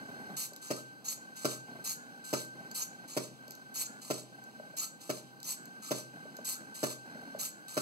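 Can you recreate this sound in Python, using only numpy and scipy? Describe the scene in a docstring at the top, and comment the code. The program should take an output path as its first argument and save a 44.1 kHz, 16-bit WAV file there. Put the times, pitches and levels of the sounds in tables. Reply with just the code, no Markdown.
"""Indoors, on a wooden table in a small quiet room, a little plotter draws on an egg.
Two stepper motors turn the egg and swing the pen arm: their coils whine and hiss, throbbing over a
rumble on the move, holding steady at rest. A geared servo rasps to lift and lower the pen and twitches
while it holds; the arm jolts at sharp corners. The pen lands on the shell with a hollow, rattling
knock that sets the table humming. The cycle is draw, lift, travel, drop, nine times over."""
import sys
import numpy as np
from scipy import signal
from scipy.fft import rfft, irfft, next_fast_len
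from scipy.io import wavfile
from scipy.ndimage import uniform_filter1d

SR = 44100
rng = np.random.default_rng(int(sys.argv[2]) if len(sys.argv) > 2 else 0)


def master_out(mix):
    """Clip the mix to full scale and print it as 16-bit PCM to the path in sys.argv[1]."""
    frames = np.transpose(np.atleast_2d(mix))
    ceiling = np.clip(frames, -1, 1)
    pcm = np.round(ceiling * 32767).astype(np.int16)
    wavfile.write(sys.argv[1], SR, pcm)


N = 344421
TIME = np.arange(N) / SR

# Table levels are relative; each layer sets its own gain on top.
# low bed of the room: freq_hz, level_db
ROOM_TONE_EQ = [(25, -33), (60, -56), (125, 2), (260, 7), (400, -3.5), (600, -3), (1000, -9), (2000, -17),
                (4000, -35), (12000, -24.5), (15500, -23.5)]
# faint steady tones, from the electronics and, near 4.65 kHz, the whine's third harmonic: pitch_hz, level_db
FAINT_TONES = [(797, -70.5), (4037, -81), (4655, -79)]
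# pen-down moves, one before each lift: coil_rate_hz, vigour_db, held_whine_db
DRAW_MOVES = [(32.95, 7, -53.5), (30.6, -7.5, -55.5), (19.3, 4.5, -50), (16.9, 4, -49), (17.07, -3, -52),
              (21.82, -1.5, -58), (23.4, -9, -63), (26.2, 2, -50), (30.8, 4.5, -52)]
# pen-up moves, one after each lift: coil_rate_hz, vigour_db, held_whine_db
TRAVEL_MOVES = [(18.3, -5, -49.5), (31.6, -0.5, -48.5), (53.8, -0.5, -46.5), (27.23, 0.5, -59),
                (49.5, -1, -62), (12.2, -9.5, -58), (36.9, -1.5, -51.5), (41.2, 1, -50), (45.9, -4, -49.5)]
# body of the running steppers: freq_hz, level_db
RUMBLE_EQ = [(40, -69), (90, -18), (170, 0.5), (240, 5), (320, -4.5), (560, -8), (780, -4), (1000, -14),
             (2000, -13), (4000, -49), (12000, -33)]
# hiss of their coils: freq_hz, level_db
HISS_EQ = [(1000, -11.5), (2800, -2), (4300, -1), (5500, -5), (8000, -5.5), (10000, -10.5), (15500, -42)]
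# pen lifts: start_s, servo_start_db, servo_end_db
PEN_LIFTS = [(0.3712, -34, -35), (1.049, -42, -35), (1.847, -34.5, -34), (2.7496, -35.5, -33),
             (3.746, -39.5, -31), (4.7715, -36, -35), (5.445, -43.5, -32.5), (6.452, -35.5, -31.5),
             (7.3935, -33.5, -35.5)]
# pen drops: landing_s, servo_before_db, servo_after_db, knock_db
PEN_DROPS = [(0.705, -44.5, -43.5, -31), (1.4477, -43, -35.5, -28), (2.3305, -43, -37.5, -29),
             (3.1673, -43, -43.5, -30), (4.1033, -45, -40, -30.5), (5.095, -48.5, -43.5, -32),
             (5.91, -42.5, -39, -29.5), (6.8314, -41.5, -37, -28.5), (7.77, -43, -36.5, -30)]
# gear rasp going up: freq_hz, level_db
LIFT_EQ = [(300, -23), (1000, -12), (2000, -8.5), (3300, -11.5), (4400, 0.5), (5200, -6), (7200, 2),
           (8600, 5), (10200, -5.5), (11600, 1.5), (12200, -2), (12900, 0.5), (15500, -11)]
# gear rasp going down: freq_hz, level_db
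DROP_EQ = [(300, -33), (1200, -5.5), (2500, -10), (3200, -11.5), (4400, -0.5), (5300, -7.5), (6600, -3),
           (8400, 1.5), (9800, -6.5), (11800, -7.5), (13000, -10), (15500, -14)]
# modes of the servo's case and gears: pitch_hz, level_db, t60_s
GEARBOX_MODES = [(1305, -6, 0.056), (2850, -52, 0.072), (4445, -13.5, 0.065), (5980, -15.5, 0.025),
                 (6150, -16.5, 0.044), (6950, -4, 0.0073), (8004, -21, 0.16), (7990, -19, 0.1),
                 (13000, -24, 0.023)]
# arm jolts at sharp corners of the line: start_s, level_db
ARM_JOLTS = [(0.52, -43.5), (1.733, -50), (3.48, -42), (4.598, -43), (4.739, -48), (6.254, -43.5),
             (6.388, -36), (7.154, -39.5), (7.348, -37)]
# modes of egg, arm and frame: pitch_hz, level_db, t60_s
FRAME_MODES = [(170.2, -7, 0.11), (222.4, -4, 0.076), (291.5, -11, 0.035), (357, -4, 0.027),
               (421, -2.5, 0.037), (606, 0.5, 0.048), (591, -8.5, 0.033), (849, -24.5, 0.097),
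               (980, -10, 0.0084), (1174, -22.5, 0.15), (1376, -23.5, 0.068)]
# twitches of the holding servo: start_s, level_db
SERVO_TWITCHES = [(0.5332, -41), (0.5619, -33.5), (2.7131, -35), (3.479, -41), (3.5072, -32), (3.519, -39),
                  (3.551, -39.5), (4.4383, -45), (5.4016, -41), (5.4293, -33.5), (5.655, -39),
                  (6.3667, -36), (6.75, -41)]
# bright tick of a twitch: freq_hz, level_db
TWITCH_EQ = [(100, -26), (500, -6), (3000, -14), (4600, 5), (5700, -3), (7000, 7.5), (9000, -12),
             (12500, 0.5), (15500, -8)]
# contacts of one landing, as the tip touches and the arm rattles to rest: offset_s, thump_db, click_db
LANDING_CONTACTS = [(-.0018, -0.5, -0.5), (.002, -2.4, -8), (.0046, 4, 2.5), (.0077, -1.7, -2),
                    (0.0132, -4.5, -1)]
# click of the linkage: freq_hz, level_db
CLICK_EQ = [(60, -38), (300, -13), (1300, 9.5), (1900, 6.5), (3200, -1.5), (4600, 5), (7000, 4),
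            (10000, -4.5), (11800, 0), (13500, -16), (15500, 1)]
# reverb decay by band: freq_hz, t60_s
ROOM_DECAY = [(100, 0.57), (500, 0.39), (2000, 0.18), (7000, 0.35), (14000, 0.063)]
# how far the left microphone port trails the right: freq_hz, lag_rad
LEFT_LAG = [(0, 0), (130, .7), (1000, .6), (1480, 2.6), (1620, 2.65), (1780, 3.2), (8880, 28.3),
            (11500, 37.2), (12400, 37.4), (13500, 35.6)]


def from_db(db):
    """Decibels to gain."""
    return 10 ** (np.asarray(db) / 20)


def at_hz(points, hz):
    """Read a curve on a log-frequency axis."""
    freqs, values = np.transpose(points)
    return np.interp(np.log(np.maximum(hz, 1)), np.log(freqs), values)


def drift(rate_hz):
    """Random modulator with a spread of 1, gliding to rate_hz new values a second."""
    knots = rng.standard_normal(8192)
    return np.interp(TIME * rate_hz, np.arange(len(knots)), knots) * np.sqrt(3 / 2)


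def eq(x, curve):
    """Minimum-phase EQ: no pre-ring, and white noise keeps its power."""
    size = 8192
    gain = from_db(at_hz(curve, np.fft.rfftfreq(size, 1 / SR)))
    cepstrum = irfft(np.log(gain / np.sqrt(np.mean(gain ** 2))))
    cepstrum[1:size // 2] *= 2
    cepstrum[size // 2 + 1:] = 0
    return signal.oaconvolve(x, irfft(np.exp(rfft(cepstrum))))[:N]


def butter(x, kind, hz, order):
    """Plain low-pass or high-pass."""
    return signal.sosfilt(signal.butter(order, hz, kind, fs=SR, output="sos"), x)


def impulses(times_s, levels_db):
    """One single-sample click for each event."""
    out = np.zeros(N)
    samples = np.round(times_s * SR).astype(int)
    np.add.at(out, np.clip(samples, 0, N - 1), from_db(levels_db))
    return out


def ring(drive, hz, t60_s):
    """One resonance: a unit click starts a decaying sine of height 1."""
    decay, angle = from_db(-60 / (t60_s * SR)), 2 * np.pi * hz / SR
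    return signal.lfilter([0, np.sin(angle)], [1, -2 * decay * np.cos(angle), decay ** 2], drive + 1e-18)


def crackle(clicks, rise_s):
    """Each click becomes a tiny noise burst that peaks after rise_s and dies away."""
    age = np.arange(SR // 20) / SR / rise_s
    envelope = signal.oaconvolve(clicks, age * np.exp(1 - age))[:N]
    return envelope * rng.standard_normal(N)


def stereo_ports(x):
    """Mono to stereo: sound reaches the left port later than the right."""
    size = next_fast_len(N + SR // 10)
    lag = np.interp(np.fft.rfftfreq(size, 1 / SR), *np.transpose(LEFT_LAG))
    left = irfft(rfft(x, size) * np.exp(-1j * lag), size)[:N]
    return np.array([left, x])


def room_tone():
    """A soft, low bed of noise, partly shared by the two sides."""
    left, right, shared = [eq(rng.standard_normal(N), ROOM_TONE_EQ) for _ in range(3)]
    return from_db(-63) * np.array([left, right]) + from_db(-60) * stereo_ports(shared)


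def faint_tones():
    """Faint tones, steady in pitch and wavering a little in level."""
    return sum(np.sqrt(2) * from_db(db + 2 * drift(17)) * np.sin(2 * np.pi * hz * TIME)
               for hz, db in FAINT_TONES)


def stepper_controls(before_lift_s, after_lift_s, before_landing_s, after_landing_s):
    """Control curves for the steppers, which move between servo strokes and wait around each one."""
    moves, ready = [], 0
    for (lift, *_), (landing, *_), draw, travel in zip(PEN_LIFTS, PEN_DROPS, DRAW_MOVES, TRAVEL_MOVES):
        moves.append((ready, lift - before_lift_s, *draw))
        moves.append((lift + after_lift_s, landing - before_landing_s, *travel))
        ready = landing + after_landing_s
    rate_hz, motion, current, vigour_db = np.zeros((4, N))
    for start, end, move_hz, move_db, held_db in moves:
        during = (TIME >= start) & (TIME < end)
        rate_hz[during], motion[during], vigour_db[during] = move_hz, from_db(move_db), move_db
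        current[during] = from_db(-53 + 0.5 * move_db)
        current[TIME >= end] = from_db(held_db - 2.5)  # holding current where the rotors stop
    return uniform_filter1d([rate_hz, motion, current, vigour_db], size=700)  # 16 ms ramps


def stepper_whine(rate_hz, current, pitch_hz, throb_per_hz):
    """Coil currents swell and reverse as the rotors turn: the whine throbs in motion, steady at rest."""
    egg_phase = 2 * np.pi * np.cumsum(rate_hz * (1 + 0.48 * drift(12))) / SR
    arm_phase = 2 * np.pi * np.cumsum(rate_hz * (0.22 + 0.303 * drift(11))) / SR
    depth = throb_per_hz * rate_hz * from_db(10 * drift(40))  # uneven steps make the throb stutter
    throb = (1 + depth * (np.cos(egg_phase) + 0.5j * np.cos(arm_phase))) / np.sqrt(1 + depth ** 2 / 2)
    waver = np.exp(1j * 0.023 * rate_hz * drift(70))  # the pitch wavers while the rotors turn
    carrier = np.exp(2j * np.pi * pitch_hz * TIME)
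    return np.sqrt(2) * current * np.real(throb * waver * carrier)


def stepper_noise(motion, vigour_db, rumble_db, hiss_db):
    """Turning motors add a lumpy rumble; the coils hiss throughout. Both follow a move's vigour."""
    lumpy = rng.standard_normal(N) * motion * from_db(rumble_db + 2.5 * drift(90))
    hiss = eq(rng.standard_normal(N), HISS_EQ) * from_db(hiss_db + 0.39 * vigour_db)
    return eq(lumpy, RUMBLE_EQ) + hiss


def stepper_whistle(motion, pitch_hz, level_db):
    """A thin, flickering motor resonance, heard only in motion."""
    return motion * from_db(level_db) * drift(42) * np.sin(2 * np.pi * pitch_hz * TIME)


def servo_effort(strokes, lead_s, stop_s, load_shift_s, coast_db_per_s):
    """Servo envelope: it kicks in lead_s before each cue, runs to stop_s after it, then coasts down."""
    attack_s, kick_db = 0.013, 7
    effort = np.zeros(N)
    for cue_s, first_db, last_db, *_ in strokes:
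        near = (TIME > cue_s - lead_s) & (TIME < cue_s + 0.5)
        age = TIME[near] - cue_s
        attack = np.minimum((age + lead_s) / attack_s, 1)
        load_db = np.interp(age, [0, load_shift_s], [first_db, last_db])
        coast_db = coast_db_per_s * np.maximum(age - stop_s, 0)
        effort[near] += attack * from_db(load_db + kick_db * (1 - attack) - coast_db)
    return effort


def servo_rasp(effort, colour, teeth_per_s, flutter_db, level_db, ring_db):
    """Gear teeth tick densely and unevenly, as loud as the motor works."""
    chance = teeth_per_s / SR
    teeth = (rng.random(N) < chance) * rng.standard_normal(N) / np.sqrt(chance)
    grit = (teeth + rng.standard_normal(N)) / np.sqrt(2)
    rasp = eq(grit * effort * from_db(level_db + flutter_db * drift(260)), colour)
    return rasp + from_db(ring_db) * gearbox_ring(rasp, spread_db=8)


def gearbox_ring(rasp, spread_db):
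    """The rasp rings the servo's case; which mode sings loudest shifts as the gears turn."""
    out = 0
    for hz, db, t60_s in GEARBOX_MODES:
        unit_power = np.sqrt(4 * np.log(1000) / (t60_s * SR))
        out += unit_power * ring(rasp * from_db(db + spread_db * drift(45)), hz, t60_s)
    return out


def frame_ring(blows, spread_db, low_cut_hz):
    """Blows ring egg, arm and frame together; so small a body radiates little bass."""
    out = 0
    for k, (hz, db, t60_s) in enumerate(FRAME_MODES):
        polarity = (-1) ** ((k + 1) // 3)
        out += polarity * ring(blows * from_db(db + spread_db * drift(60)), hz, t60_s)
    return butter(out, "high", low_cut_hz, order=3)


def arm_jolts():
    """At sharp corners of the line the arm gives the frame a soft bump."""
    pushes = butter(impulses(*np.transpose(ARM_JOLTS)) + 1e-18, "low", hz=750, order=2)
    return frame_ring(pushes, spread_db=4.5, low_cut_hz=656)


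def servo_twitches():
    """The holding servo twitches by a single tooth: a short, bright tick."""
    ticks = crackle(impulses(*np.transpose(SERVO_TWITCHES)), rise_s=0.001)
    return eq(ticks, TWITCH_EQ)


def pen_landings(thump_db, click_db, jitter_s):
    """The pen meets the shell in a quick run of contacts; each thumps the frame and clicks the linkage."""
    landing_s, _, _, knock_db = np.transpose(PEN_DROPS)[:, :, None]  # one row a landing
    offset_s, thumps_db, clicks_db = np.transpose(LANDING_CONTACTS)
    times_s = landing_s + offset_s
    # the servo repeats itself closely, so landings differ little in timing and colour
    times_s += jitter_s * rng.standard_normal(times_s.shape)
    blows = impulses(times_s, knock_db + thumps_db + thump_db)
    thump = frame_ring(blows, spread_db=0.8, low_cut_hz=126)
    click = crackle(impulses(times_s, knock_db + clicks_db + click_db), rise_s=0.0019)
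    return thump + eq(click, CLICK_EQ)


def table_hum(pitch_hz, t60_s, level_db):
    """The wooden table takes each landing as one push and rings on, low and hollow."""
    landing_s, _, _, knock_db = np.transpose(PEN_DROPS)
    hum = ring(impulses(landing_s, knock_db + level_db), pitch_hz, t60_s)
    return butter(hum, "high", hz=75, order=2)


def room_reverb(send, build_s, width_db):
    """Diffuse reflections, partly alike on the two sides; the top end dies first."""
    age = np.arange(SR // 2) / SR
    hz = np.fft.rfftfreq(len(age), 1 / SR)
    white = rfft(rng.standard_normal((3, len(age))))
    tail = 0
    for centre_hz, t60_s in ROOM_DECAY:
        band = at_hz([(f, f == centre_hz) for f, _ in ROOM_DECAY], hz)
        tail += irfft(white * band, len(age)) * from_db(-60 * age / t60_s)
    tail *= np.minimum(age / build_s, 1) ** 2
    tail /= np.linalg.norm(tail[0])
    shared, left, right = signal.oaconvolve(send[None], tail, axes=1)[:, :N]
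    return stereo_ports(shared) + from_db(width_db) * np.array([left, right])


def scene():
    """The plotter up close; its noises and knocks feed the reverb, its tones and the table stay dry."""
    rate_hz, motion, current, vigour_db = stepper_controls(
        before_lift_s=0.0082, after_lift_s=0.12, before_landing_s=0.1, after_landing_s=0.22)
    whine = stepper_whine(rate_hz, current, pitch_hz=1551, throb_per_hz=0.14)
    running = stepper_noise(motion, vigour_db, rumble_db=-58, hiss_db=-64)
    tones = whine + stepper_whistle(motion, pitch_hz=4290, level_db=-76) + faint_tones()
    lifting = servo_effort(PEN_LIFTS, lead_s=0.0074, stop_s=0.075, load_shift_s=0.072, coast_db_per_s=437)
    lowering = servo_effort(PEN_DROPS, lead_s=0.0919, stop_s=0.084, load_shift_s=0.0087,
                            coast_db_per_s=328)
    lifts = servo_rasp(lifting, LIFT_EQ, teeth_per_s=3000, flutter_db=1.05, level_db=-2.5, ring_db=-14)
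    drops = servo_rasp(lowering, DROP_EQ, teeth_per_s=3500, flutter_db=1.5, level_db=-5, ring_db=-17)
    motors = running + lifts + drops
    landings = pen_landings(thump_db=-2, click_db=-5, jitter_s=0.00005)
    knocks = landings + from_db(3) * arm_jolts() + from_db(-6) * servo_twitches()
    hum = table_hum(pitch_hz=128.5, t60_s=0.95, level_db=-18)
    reverb = room_reverb(from_db(-14.5) * motors + from_db(-11) * knocks, build_s=0.0041, width_db=-2)
    return stereo_ports(tones + motors + knocks + hum) + reverb + room_tone()


def record(dry):
    """A steep high cut at 15.7 kHz takes the air off the mix."""
    return signal.sosfilt(signal.ellip(10, 0.2, 80, 15700, fs=SR, output="sos"), dry)


dry = scene()
out = record(dry)
master_out(out)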